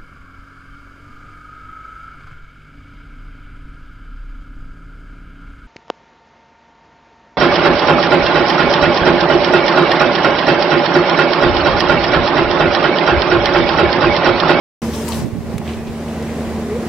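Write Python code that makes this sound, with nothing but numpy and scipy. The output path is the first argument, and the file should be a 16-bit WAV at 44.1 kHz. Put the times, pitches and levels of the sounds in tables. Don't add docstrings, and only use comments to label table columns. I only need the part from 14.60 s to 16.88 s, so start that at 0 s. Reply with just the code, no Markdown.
import sys
import numpy as np
from scipy import signal
from scipy.fft import rfft, irfft, next_fast_len
from scipy.io import wavfile
from scipy.ndimage import uniform_filter1d, map_coordinates

SR = 44100
rng = np.random.default_rng(int(sys.argv[2]) if len(sys.argv) > 2 else 0)


def wrap_up_sound(samples):
    columns = np.atleast_2d(samples).T
    tamed = np.clip(columns, -1, 1)
    steps = np.round(tamed * 32767).astype(np.int16)
    wavfile.write(sys.argv[1], SR, steps)


def level_to_linear(level):
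    exponent = np.asarray(level, float) / 20
    return 10 ** exponent


N = 100592

# pitch_hz, likeness (0 to 1)
ALIKE = [(60, 0.6), (200, 1), (700, 0.99), (1500, 0.79), (3000, .4), (6000, 0.16)]
# time_s, level_db
SPRAY = [
    (.22, -37),
    (.32, -38),
    (.345, -32),
    (.44, -35),
    (.49, -30.5),
    (.56, -31),
    (.62, -35.5),
    (.65, -43),
    (.69, -48.5),
]


def unit(x):
    return x / np.sqrt(np.mean(x ** 2) + 1e-20)


def along(points, hz):
    f, v = np.transpose(points)
    return np.interp(np.log(hz + 1), np.log(f + 1), v)


def curves(rows):
    s, *cols = np.transpose(rows)
    return [np.interp(np.arange(N) / SR, s, c) for c in cols]


def wobble(rate):
    knots = rng.standard_normal(int(N * 60 / SR) + 4)
    return map_coordinates(knots, [np.arange(N) * rate / SR])


def filtered(x, response):
    m = next_fast_len(N + SR // 2)
    return irfft(rfft(x, m) * response(np.fft.rfftfreq(m, 1 / SR)), m)[..., :N]


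def rush(tone, alike, patchy_db):
    z = signal.stft(rng.standard_normal((2, N)), nperseg=512)[2]
    field = uniform_filter1d(rng.standard_normal(z.shape[1:]), size=6, axis=0)
    field = uniform_filter1d(field, size=10, axis=1)
    pair = signal.istft(z * level_to_linear(patchy_db * unit(field)), nperseg=512)[1][:, :N]

    def mid_side(hz):
        angle = np.arccos(np.clip(along(alike, hz), -1, 1)) / 2
        return level_to_linear(tone(hz)) * [np.cos(angle), np.sin(angle)]

    mid, side = filtered(pair, mid_side)
    return unit(np.array([mid + side, mid - side]))


def pan(db):
    return level_to_linear(np.array([[db / 2], [-db / 2]]))


def engine():
    # multiple of the firing rate, level_db over the roar's reference
    orders = [
        (1, 4),
        (2, -0.5),
    ]
    # pitch_hz, width_hz, boost_db
    hull = [(350.8, 5.1, 9), (422, 47, 3), (469, 14, 4), (588, 19.6, 4.5), (933, 41, -5), (1950, 50, 4)]
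    # pitch_hz, level_db (per Hz)
    roar_tone = [(15, -47), (25, -17), (64, -13.5), (178, -7), (226, -4.5), (277, -8.5), (421, -10),
                 (977, -18), (3000, -42.5), (3900, -60), (6600, -120)]
    firing_hz, gear_hz, drift = 78.48, 226.6, .002
    gear_db, gear_sway_db, fire_sway_db = 9.5, .9, 1.8
    roar_db, chug_depth = 11, .08
    lead_rad = 0.084

    turn = 2 * np.pi * np.cumsum(1 + drift * wobble(3.22)) / SR
    lead = np.array([[lead_rad / 2], [-lead_rad / 2]])
    tones = 0
    for k, db in orders:
        tones = tones + level_to_linear(db + fire_sway_db * wobble(8.23)) * np.sin(k * firing_hz * turn + lead)
    tones = tones + level_to_linear(gear_db + gear_sway_db * wobble(6)) * np.sin(gear_hz * turn + lead)

    def colour(f):
        ringing = sum(db / (1 + (2 * (f - hz) / w) ** 2) for hz, w, db in hull)
        return along(roar_tone, f) + ringing

    chug = 1 + chug_depth * np.cos(firing_hz * turn)
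    roar = rush(colour, ALIKE, patchy_db=.6) * chug * level_to_linear(.8 * wobble(14))
    return np.sqrt(2) * tones * pan(-1.6) + level_to_linear(roar_db) * roar


def wake():
    # pitch_hz, level_db (per Hz)
    hiss_tone = [(880, -29), (1500, -6.5), (1900, -3), (3280, -10.5), (8470, -17), (14900, -27.5),
                 (15900, -25)]
    level_db = -2 + 0.3 * wobble(11.77)
    return level_to_linear(level_db) * rush(lambda f: along(hiss_tone, f), ALIKE, patchy_db=-1.04)


def spray():
    # pitch_hz, level_db (per Hz)
    spray_tone = [(400, -63), (900, 4.5), (1500, -9.5), (2800, -7.5), (5000, -6), (8000, -8.5),
                  (15900, -17.5)]
    end_s = 0.054
    level_db, = curves(SPRAY)
    fade_db = -60 * np.maximum(np.arange(N) / SR - SPRAY[-1][0], 0) / end_s
    grains = rush(lambda f: along(spray_tone, f), ALIKE, patchy_db=3.0)
    sheet = unit(level_to_linear(0.31 * wobble(55.3)) * grains)
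    return level_to_linear(level_db - 1 + fade_db) * sheet * pan(3)


def ticks():
    # start_s, peak_db, ring_hz, width_hz, decay_s (time to fall 60 dB)
    drops = [(0.336, -26, 3400, 1500, 0.13), (.481, -17.5, 4500, 9000, 0.033),
             (0.487, -16.5, 10000, 9000, 0.021), (0.5, -28, 5000, 6000, 0.025),
             (0.521, -18.5, 3680, 2170, .06), (.532, -17.5, 3180, 1500, 0.018),
             (.544, -22, 3830, 1800, 0.025), (0.9807, -21, 2170, 2800, 0.028),
             (.981, -22.5, 7660, 5970, 0.02), (1.014, -22.5, 750, 500, .04), (1.052, -32, 2320, 1770, 0.41),
             (1.077, -21, 2970, 1800, 0.039), (1.09, -25, 2550, 1790, 0.19),
             (1.133, -27, 2880, 2500, 0.081), (1.17, -37.5, 2530, 180, 0.8),
             (1.27, -31.5, 2920, 2500, 0.17), (1.482, -33, 3000, 4000, 0.26),
             (1.625, -31, 3870, 6000, 0.042)]
    spread, tilt_hz = .6, 3000
    wet_pan_db, dry_pan_db = 6, -1
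    out, t = np.zeros((2, N + SR)), np.arange(8192) / SR
    f = np.fft.rfftfreq(2 * len(t), 1 / SR)
    for s, db, hz, wide_hz, t60 in drops:
        noise = rng.standard_normal(len(t)) + spread * rng.standard_normal((2, len(t)))
        burst = noise * level_to_linear(-60 * t / max(t60, .003))
        resonance = 1j * f * wide_hz / (hz * hz - f * f + 1j * f * wide_hz)
        body = resonance ** 2 / np.sqrt(1 + f / tilt_hz)
        ring = irfft(rfft(burst, 2 * len(t)) * body)[:, :len(t)]
        side = pan(wet_pan_db if s < SPRAY[-1][0] else dry_pan_db)
        out[:, round(s * SR):][:, :len(t)] += level_to_linear(db) * ring / np.abs(ring).max() * side
    return out[:, :N]


def gusts():
    # time_s, strength_db
    strength = [(.22, -54), (.31, -35), (.45, -44), (.57, -32.5), (.655, -20), (.705, -31), (.78, -26.5),
                (.88, -28.5), (.96, -28), (1.04, -28), (1.12, -39), (1.17, -30), (1.23, -36), (1.3, -29),
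                (1.45, -48), (1.76, -48), (1.9, -30.5), (2.0, -46)]
    # pitch_hz, level_db (per Hz)
    thump_tone = [(25, -26), (60, 10.5), (100, 13.5), (160, 6), (300, -16), (600, -37), (1500, -90)]
    # pitch_hz, level_db (per Hz)
    slap_tone = [(50, -42), (120, -8), (200, 1.5), (330, -1), (600, -16.5), (1200, -29.5), (3000, -81)]
    strong_db, slap_grows = -30.5, 1.24
    lee_db, lumpy_db = -9, 2.5
    strength_db, = curves(strength)
    lumps = level_to_linear(lumpy_db * np.array([wobble(46.4), wobble(44.7)]))
    apart = [(30, 0.038)]
    thump = rush(lambda f: along(thump_tone, f), apart, patchy_db=1.6)
    slap = rush(lambda f: along(slap_tone, f), apart, patchy_db=1.6)
    slap_db = strong_db + slap_grows * (strength_db - strong_db)
    return lumps * (level_to_linear(strength_db) * thump + level_to_linear(slap_db) * slap) * level_to_linear([[lee_db], [-3]])


def thuds():
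    # time_s, peak_db, pitch_hz
    bursts = [(0.621, -10, 200), (.635, -15, 180), (.648, -7.5, 151), (0.665, -14, 195), (0.686, -17, 168),
              (0.736, -12.5, 102), (.755, -13, 203), (0.771, -19.5, 160), (.789, -10, 146),
              (0.809, -14, 140), (.852, -27, 139), (.944, -10, 203), (0.962, -10.5, 123),
              (1.001, -11.5, 164), (1.17, -17, 120), (1.3, -17.5, 130)]
    cycles, leak_db = 0.63, -18.5
    s, db, hz = np.transpose(bursts)[:, :, None]
    u = (np.arange(N) / SR - s) * hz
    phase = rng.uniform(-1.05, 1, (len(bursts), 1))
    push = level_to_linear(db) * np.exp(-(u / cycles) ** 2) * np.cos(2 * np.pi * u + phase)
    return push.sum(0) * level_to_linear([[leak_db], [0]])


def hoot():
    # time_s, pitch_hz, level_db
    pipe = [
        (2.03, 405, -40),
        (2.06, 402, -32),
        (2.085, 408, -30),
        (2.11, 418, -24),
        (2.135, 426, -25.5),
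        (2.145, 469, -24.5),
        (2.172, 492, -23.5),
        (2.195, 497, -62),
    ]
    hz, db = curves(pipe)
    t = np.arange(N) / SR
    on = (t > pipe[0][0]) & (t < pipe[-1][0])
    return on * np.sqrt(2) * level_to_linear(db + 1.9 * wobble(55)) * np.sin(2 * np.pi * np.cumsum(hz) / SR)


def air():
    # pitch_hz, level_db (per Hz)
    air_tone = [(1500, -30), (4000, 3), (9000, -3), (16000, -4)]
    return level_to_linear(-52) * rush(lambda f: along(air_tone, f), [(30, .05)], patchy_db=.4)


def scene():
    # time_s, level_db
    gain = [(.22, -35), (.4, -37), (.55, -36), (.62, -36.5), (.67, -43.5), (.8, -44.5), (.9, -39.5),
            (.94, -37.5), (.975, -43.5), (1.02, -41.5), (1.08, -36.5), (1.17, -38.5), (1.25, -41),
            (1.35, -39.5), (1.5, -37.5), (1.7, -36.5), (1.9, -36), (2.05, -37), (2.27, -35.5)]
    lag_s = 3e-5
    gain_db, = curves(gain)
    far = level_to_linear(gain_db) * (engine() + wake()) + hoot()
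    far = filtered(far, lambda f: np.exp(np.outer([-1j, 1j], np.pi * f * lag_s)))
    return far + spray() + ticks() + gusts() + thuds() + air()


def top_cut(x):
    return signal.sosfilt(signal.butter(12, 16090, fs=SR, output="sos"), x)


def record(dry):
    start_s, rise_s = 0.2181, 0.00088
    top_hz, edge_hz = 16050, 400
    t = np.arange(N) / SR
    gate = np.clip((t - start_s) / rise_s, 0, 1)
    kept = filtered(dry * gate, lambda f: np.clip((top_hz - f) / edge_hz, 0, 1))
    kept = kept * (t > start_s - .004)
    return top_cut(kept)


dry = scene()
out = record(dry)
wrap_up_sound(out)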